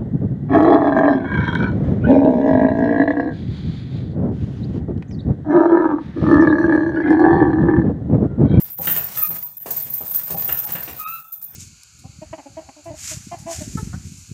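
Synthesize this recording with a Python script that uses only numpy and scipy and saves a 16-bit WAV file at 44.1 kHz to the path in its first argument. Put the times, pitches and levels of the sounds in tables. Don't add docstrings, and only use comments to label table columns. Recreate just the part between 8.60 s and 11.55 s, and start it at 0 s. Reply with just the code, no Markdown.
import sys
import numpy as np
from scipy import signal
from scipy.io import wavfile
from scipy.ndimage import uniform_filter1d

SR = 44100
rng = np.random.default_rng(int(sys.argv[2]) if len(sys.argv) > 2 else 0)


def persist_wave(psi):
    counts = np.round(np.clip(psi, -1, 1) * 32767).astype(np.int16)
    wavfile.write(sys.argv[1], SR, np.atleast_2d(counts).T)


def volts_from_decibels(level):
    exponent = np.asarray(level, float) / 20
    return 10 ** exponent


N = 130095

# t/s, jingle level/dB, swarm level/dB, rustle level/dB
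SWING = [(0, -52.5, -28.5, -40), (.17, -73, -33.5, -52), (.25, -38, -19.5, -32), (.45, -51, -32, -39.5),
         (.56, -41.5, -25.5, -36.5), (.8, -54, -23, -45.5), (.95, -56, -51, -60.5), (1.05, -61, -35, -53.5),
         (1.1, -49, -37, -41.5), (1.4, -52, -27, -46), (1.9, -46.5, -25.5, -37), (2.35, -57.5, -36, -42),
         (2.55, -51, -31.5, -51), (2.71, -60, -44, -78), (2.95, -83, -44, -47.5)]
# f/Hz, spread/Hz, level/dB, T60/s
LOWER_LINKS = [(13650, 150, 0, .1), (10800, 130, -22, .13), (15710, 30, -20, .1)]
UPPER_LINKS = [(14680, 110, 0, .12)]
# f/Hz, width/Hz, level/dB
THUMP_PEAKS = [(77.2, 47, -5), (132, 26, -0.5), (181.4, 79, 1.5), (224, 72, -0.5)]


def evened(x):
    return x / np.sqrt(np.mean(x ** 2) + 1e-20)


def read(points, hz):
    f, value = np.transpose(points)
    return np.interp(np.log(hz + 1), np.log(f + 1), value)


def swing(column):
    rows = np.array(SWING)
    return volts_from_decibels(np.interp(np.arange(N) / SR, rows[:, 0], rows[:, column]))


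def add(mix, s, sound):
    part = mix[round(s * SR):][:len(sound)]
    part += sound[:len(part)]


def burst(t, db, t60, rise):
    return volts_from_decibels(db - 60 * t / t60) * np.minimum(t / rise, 1)


def rings(x, peaks):
    out = 0
    for k, (hz, width, db) in enumerate(peaks):
        r = np.exp(-np.pi * width / SR)
        poles = [1, -2 * r * np.cos(2 * np.pi * hz / SR), r * r]
        out = out + (-1) ** k * volts_from_decibels(db) * evened(signal.lfilter([1, 0, -1], poles, x))
    return evened(out)


def hiss(shape, patchy_db, flicker_db=0):
    frames, hz = N // 128 + 5, np.fft.rfftfreq(512, 1 / SR)
    real, imag, patch = rng.standard_normal((frames, 257, 3)).T
    patch = evened(uniform_filter1d(uniform_filter1d(patch, 6, 0), 24, 1))
    flicker = evened(uniform_filter1d(rng.standard_normal(frames), 4))
    gain_db = read(shape, hz)[:, None] + patchy_db * patch + flicker_db * flicker
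    z = (real + 1j * imag) * volts_from_decibels(gain_db)
    return evened(signal.istft(z, nperseg=512, noverlap=384)[1][:N])


def basement_air():
    # f/Hz, level/dB
    floor = [(30, 17), (120, 45), (300, -42), (3000, -88), (15000, -35)]
    # f/Hz, width/Hz, level/dB
    ducts = [(790, 40, 0), (2500, 100, -5), (3520, 60, -2)]
    air = volts_from_decibels(-71) * hiss(floor, patchy_db=5)
    air += volts_from_decibels(-67) * rings(rng.standard_normal(N), ducts)
    air += volts_from_decibels(-83) * rings(rng.standard_normal(N), [(35, 34, 0)])
    return air


def room(x):
    # f/Hz, T60/s
    decay = [(100, .45), (400, .42), (1300, .52), (4000, .36), (14000, .23)]
    taps = np.zeros(SR)
    at = np.arange(240, SR - 20, 20)
    taps[at + rng.integers(0, 20, len(at))] = rng.choice([-1., 1.], len(at))
    hz, t, z = signal.stft(taps, SR, nperseg=256)
    tail = signal.istft(z * volts_from_decibels(-60 * t / read(decay, hz)[:, None]), SR, nperseg=256)[1]
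    return signal.fftconvolve(x, tail / np.linalg.norm(tail))[:N]


def link(modes, draw):
    t = np.arange(9000) / SR
    tone = 0
    for (hz, spread, db, t60), row in zip(modes, draw):
        for u in row:
            phase = 2 * np.pi * ((hz + spread * (2 * u - 1)) * t + u * 2.5)
            tone = tone + volts_from_decibels(db - 60 * t / t60) * np.sin(phase)
    return tone * np.minimum(t / .004, 1)


def clinks():
    # t/s, lower ring level/dB, upper ring level/dB
    strikes = [(0, -19, -39), (0.0253, -24.5, -38), (.1007, -25, -42), (.1283, -27.5, -38),
               (.1818, -27, -35), (.2703, -18, -23), (.3107, -13.5, -19), (.3642, -16, -22),
               (.3828, -20.5, -26), (.4374, -30, -20.5), (.573, -17.5, -32), (.616, -18, -28),
               (.628, -12, -35), (.7462, -19, -32), (0.7855, -32, -33), (0.827, -26.5, -24),
               (.969, -29.5, -48), (1.017, -27.5, -34), (1.0685, -34, -44), (1.1048, -22, -22.5),
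               (1.167, -21, -31), (1.2052, -24, -29), (1.2231, -21.5, -33), (1.2999, -25, -36),
               (1.3365, -17.5, -24), (1.4596, -35.5, -41), (1.51, -21, -31), (1.5464, -16, -26),
               (1.558, -18, -21), (1.6756, -36, -37), (1.7055, -31, -21), (1.7808, -27, -32),
               (1.8078, -31, -26), (1.8447, -25, -24), (1.8755, -20.5, -22), (1.9245, -13, -24),
               (1.9714, -17.5, -33), (1.99, -23, -28), (2.0403, -21.5, -28), (2.1208, -20.5, -24),
               (2.2307, -26, -31), (2.2952, -39, -40), (2.3635, -37, -39), (2.396, -28.5, -28.5),
               (2.4917, -34, -30), (2.5726, -40.5, -42), (2.7237, -24.5, -38), (2.825, -28, -37),
               (2.8408, -27.5, -34)]
    # f/Hz, level/dB
    crash_shape = [(8000, -26), (13000, 23)]
    ringing, crash = np.zeros(N), np.zeros(N)
    t = np.arange(6000) / SR
    for (s, low_db, up_db), d in zip(strikes, rng.random((len(strikes), 2, 3, 5))):
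        low = volts_from_decibels(low_db - 2.5) * link(LOWER_LINKS, d[0])
        high = volts_from_decibels(up_db - 1) * link(UPPER_LINKS, d[1])
        add(ringing, s - .0015, low + high)
        add(crash, s, burst(t, low_db - 7.5, t60=.13, rise=.0025))
    return ringing + crash * hiss(crash_shape, patchy_db=5)


def swarm():
    strength = volts_from_decibels(-6 * np.minimum(rng.exponential(1, N), 4))
    strikes = strength * (rng.random(N) < 140 / SR)
    which, out = rng.integers(0, 16, N), np.zeros(N)
    for k, d in enumerate(rng.random((16, 3, 4))):
        if k % 2:
            ring = volts_from_decibels(-9.5) * link(UPPER_LINKS, d)
        elif k % 3:
            ring = link(LOWER_LINKS[:1], d)
        else:
            ring = link(LOWER_LINKS, d)
        out += signal.oaconvolve(strikes * (which == k), ring)[:N]
    return volts_from_decibels(-4.5) * swing(2) * evened(out)


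def rattle():
    # f/Hz, level/dB
    rattle_shape = [(2500, -10), (3050, -15), (3600, -8), (4500, -8), (6500, -2), (11000, -1), (15500, 4.5)]
    # t/s, level/dB
    ticks = [(0.272, -28), (0.3613, -26.5), (0.568, -31), (0.742, -36), (1.0613, -30), (1.1055, -25.5),
             (1.163, -29.5), (1.332, -34), (1.4481, -35.5), (1.539, -28), (1.704, -25.5), (1.8794, -49),
             (2.036, -30.5), (2.092, -31), (2.389, -30.5), (2.72, -40.5), (2.816, -38)]
    t = np.arange(6000) / SR
    tick = np.zeros(N)
    for s, db in ticks:
        add(tick, s, burst(t, db - 6.5, t60=.15, rise=.00034))
    return volts_from_decibels(4.5) * (swing(1) + tick) * hiss(rattle_shape, patchy_db=1)


def squeal(rows):
    s, hz, db, second_db = np.transpose(rows)
    t = np.arange(s[0], s[-1], 1 / SR)
    waver = evened(uniform_filter1d(rng.standard_normal(len(t)), 150))
    turn = 2 * np.pi * np.cumsum(np.interp(t, s, hz) * (1 + .005 * waver)) / SR
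    edge = np.minimum(np.minimum(t - s[0], s[-1] - t) / .0045, 1)
    grip = evened(uniform_filter1d(uniform_filter1d(rng.standard_normal(len(t)), 250), 250))
    slip = 1 + .8 * np.sin(2 * np.pi * 80 * t + grip)
    overtones = volts_from_decibels(np.interp(t, s, second_db)) * np.sin(2 * turn) + volts_from_decibels(-26) * np.sin(3 * turn)
    tone = (1 + .3 * (slip - 1)) * np.sin(turn) + slip * overtones
    return s[0], edge * volts_from_decibels(np.interp(t, s, db) + 3.5 + .8 * grip) * tone


def hook():
    # t/s, f/Hz, level/dB, second harmonic level/dB
    first = [
        (.566, 1271, -48, -20),
        (.576, 1272, -41, -20),
        (.606, 1275, -42, -18),
        (.617, 1270, -55, -8),
        (.624, 1255, -34, -9),
        (.662, 1232, -36, -10),
        (.669, 1225, -56, -3),
        (.688, 1232, -47, -2),
        (.705, 1235, -55, -5),
    ]
    second = [
        (2.388, 1258, -42, -14),
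        (2.414, 1252, -32, -17),
        (2.44, 1254, -45, -3),
        (2.462, 1254, -27, -16),
        (2.474, 1290, -31, -8),
        (2.494, 1305, -30, -15),
        (2.502, 1312, -39, -7),
        (2.532, 1322, -30, -13),
        (2.6, 1310, -40, -16),
    ]
    # t/s, length/s, f/Hz, level/dB
    chirps = [
        (.83, .04, 960, -51),
        (.19, .03, 800, -38),
        (.19, .03, 535, -39),
        (2.045, .03, 850, -44),
        (1.742, .033, 800, -36),
        (2.446, .025, 3760, -51),
        (.975, .08, 2960, -66),
        (1.0, .056, 1850, -65),
        (1.73, .06, 9250, -56),
    ]
    out = np.zeros(N)
    add(out, *squeal(first))
    add(out, *squeal(second))
    for s, length, hz, db in chirps:
        t = np.arange(0, length, 1 / SR)
        add(out, s, volts_from_decibels(db + 4) * np.sin(np.pi * t / length) ** .5 * np.sin(2 * np.pi * hz * t))
    return out


def sway():
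    # f/Hz, level/dB
    rustle_shape = [(250, -4), (600, 1), (2000, -1.5), (2600, -6), (3050, -5.5), (3600, -7), (5000, -3.5)]
    boom = rings(rings(rng.standard_normal(N), THUMP_PEAKS), [(126, 91, 0)])
    boom = volts_from_decibels(-51) * evened(swing(3) ** .59) * boom
    return boom + swing(3) * hiss(rustle_shape, patchy_db=2.5, flicker_db=3)


def punches():
    # t/s, thump level/dB, body level/dB, slap level/dB
    blow_table = [(0.187, -21.5, -42, -68), (0.27, -19, -34.5, -24.5), (0.36, -21.5, -36, -32),
                  (0.571, -33, -50, -37), (0.702, -25.5, -40.5, -49), (1.059, -25, -34, -41.5),
                  (1.26, -28.5, -51.5, -71), (1.406, -25.5, -38, -52), (1.701, -24, -36, -44.5),
                  (1.742, -24, -38, -75), (1.889, -22, -37, -29), (2.089, -27.5, -39.5, -41.5),
                  (2.151, -24.5, -37.5, -31.5), (2.276, -29.5, -38, -34.5)]
    # f/Hz, width/Hz, level/dB
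    body_peaks = [(270, 160, -4), (540, 180, 0), (790, 200, 0), (1050, 400, -5)]
    slap_peaks = [(1350, 300, -3), (1800, 200, 0), (2650, 450, 0), (3700, 1200, -8)]
    # t/s, peak level/dB, f/Hz
    knocks = [(0.196, -26.5, 157), (0.266, -24.5, 164), (0.353, -32.5, 161), (0.402, -32.5, 97),
              (0.562, -38, 125), (0.602, -42, 130), (0.687, -29.5, 165), (0.727, -35, 111),
              (1.064, -37, 153), (1.173, -35, 140), (1.257, -29, 121), (1.41, -36.5, 219.3),
              (1.467, -46, 151), (1.741, -23.5, 169), (1.817, -32, 206), (1.895, -28.5, 130),
              (2.094, -35, 207), (2.148, -25.5, 168), (2.298, -32.5, 89)]
    parts = [(THUMP_PEAKS, .26, .005, -16), (body_peaks, .14, .001, 3),
             (slap_peaks, .079, .003, 3)]
    t = np.arange(SR // 3) / SR
    out = np.zeros(N)
    for k, (peaks, t60, rise, gain_db) in enumerate(parts):
        env = np.zeros(N)
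        for blow in blow_table:
            add(env, blow[0], burst(t, blow[k + 1] + gain_db, t60, rise))
        out += env * rings(rng.standard_normal(N), peaks)
    for s, db, hz in knocks:
        add(out, s - .004, burst(t, db, t60=.075, rise=.008) * np.sin(2 * np.pi * hz * t))
    return out


def scene():
    jingle = clinks() + swarm() + rattle()
    squeals = hook()
    blows = punches()
    wet = room(volts_from_decibels(-9) * squeals + volts_from_decibels(-2.5) * blows + volts_from_decibels(-2.5) * jingle)
    return (basement_air() + jingle + squeals + sway() + blows + wet)[None]


def roll_off(x):
    return signal.sosfilt(signal.butter(12, 16510, fs=SR, output="sos"), x)


def record(dry):
    # t/s, half width/s, depth level/dB
    wipes = [(.035, .007, -12), (.16, .016, -15), (.203, .007, -12), (.694, .01, -12), (.847, .01, -15),
             (.993, .01, -12), (1.76, .008, -12), (2.062, .008, -14), (2.456, .015, -40), (2.636, .008, -8),
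             (2.716, .005, -25)]
    hz, t, z = signal.stft(dry[0], SR, nperseg=512, noverlap=384)
    power = uniform_filter1d(abs(z) ** 2, 3, 0)
    level = np.log(power + 1e-16)
    bar = np.quantile(level, 1 - .09, axis=0)
    weak = np.clip(2 * (bar - level), 0, 1)
    depth_db = sum(db * np.clip(5.8 * (1 - abs(t - s) / half), 0, 1) for s, half, db in wipes)
    slow_db = 10 * np.log10(abs(uniform_filter1d(power, size=12, axis=1)) + 1e-16)
    gate_db = -7 * np.clip((-79.5 - slow_db) / 5, 0, 1)
    z = z * volts_from_decibels(depth_db * weak + gate_db) * (hz < 15820)[:, None]
    x = signal.istft(z, SR, nperseg=512, noverlap=384)[1][None, :N]
    low_cut = signal.butter(2, 55, "high", fs=SR, output="sos")
    return roll_off(signal.sosfilt(low_cut, x))


dry = scene()
out = record(dry)
persist_wave(out)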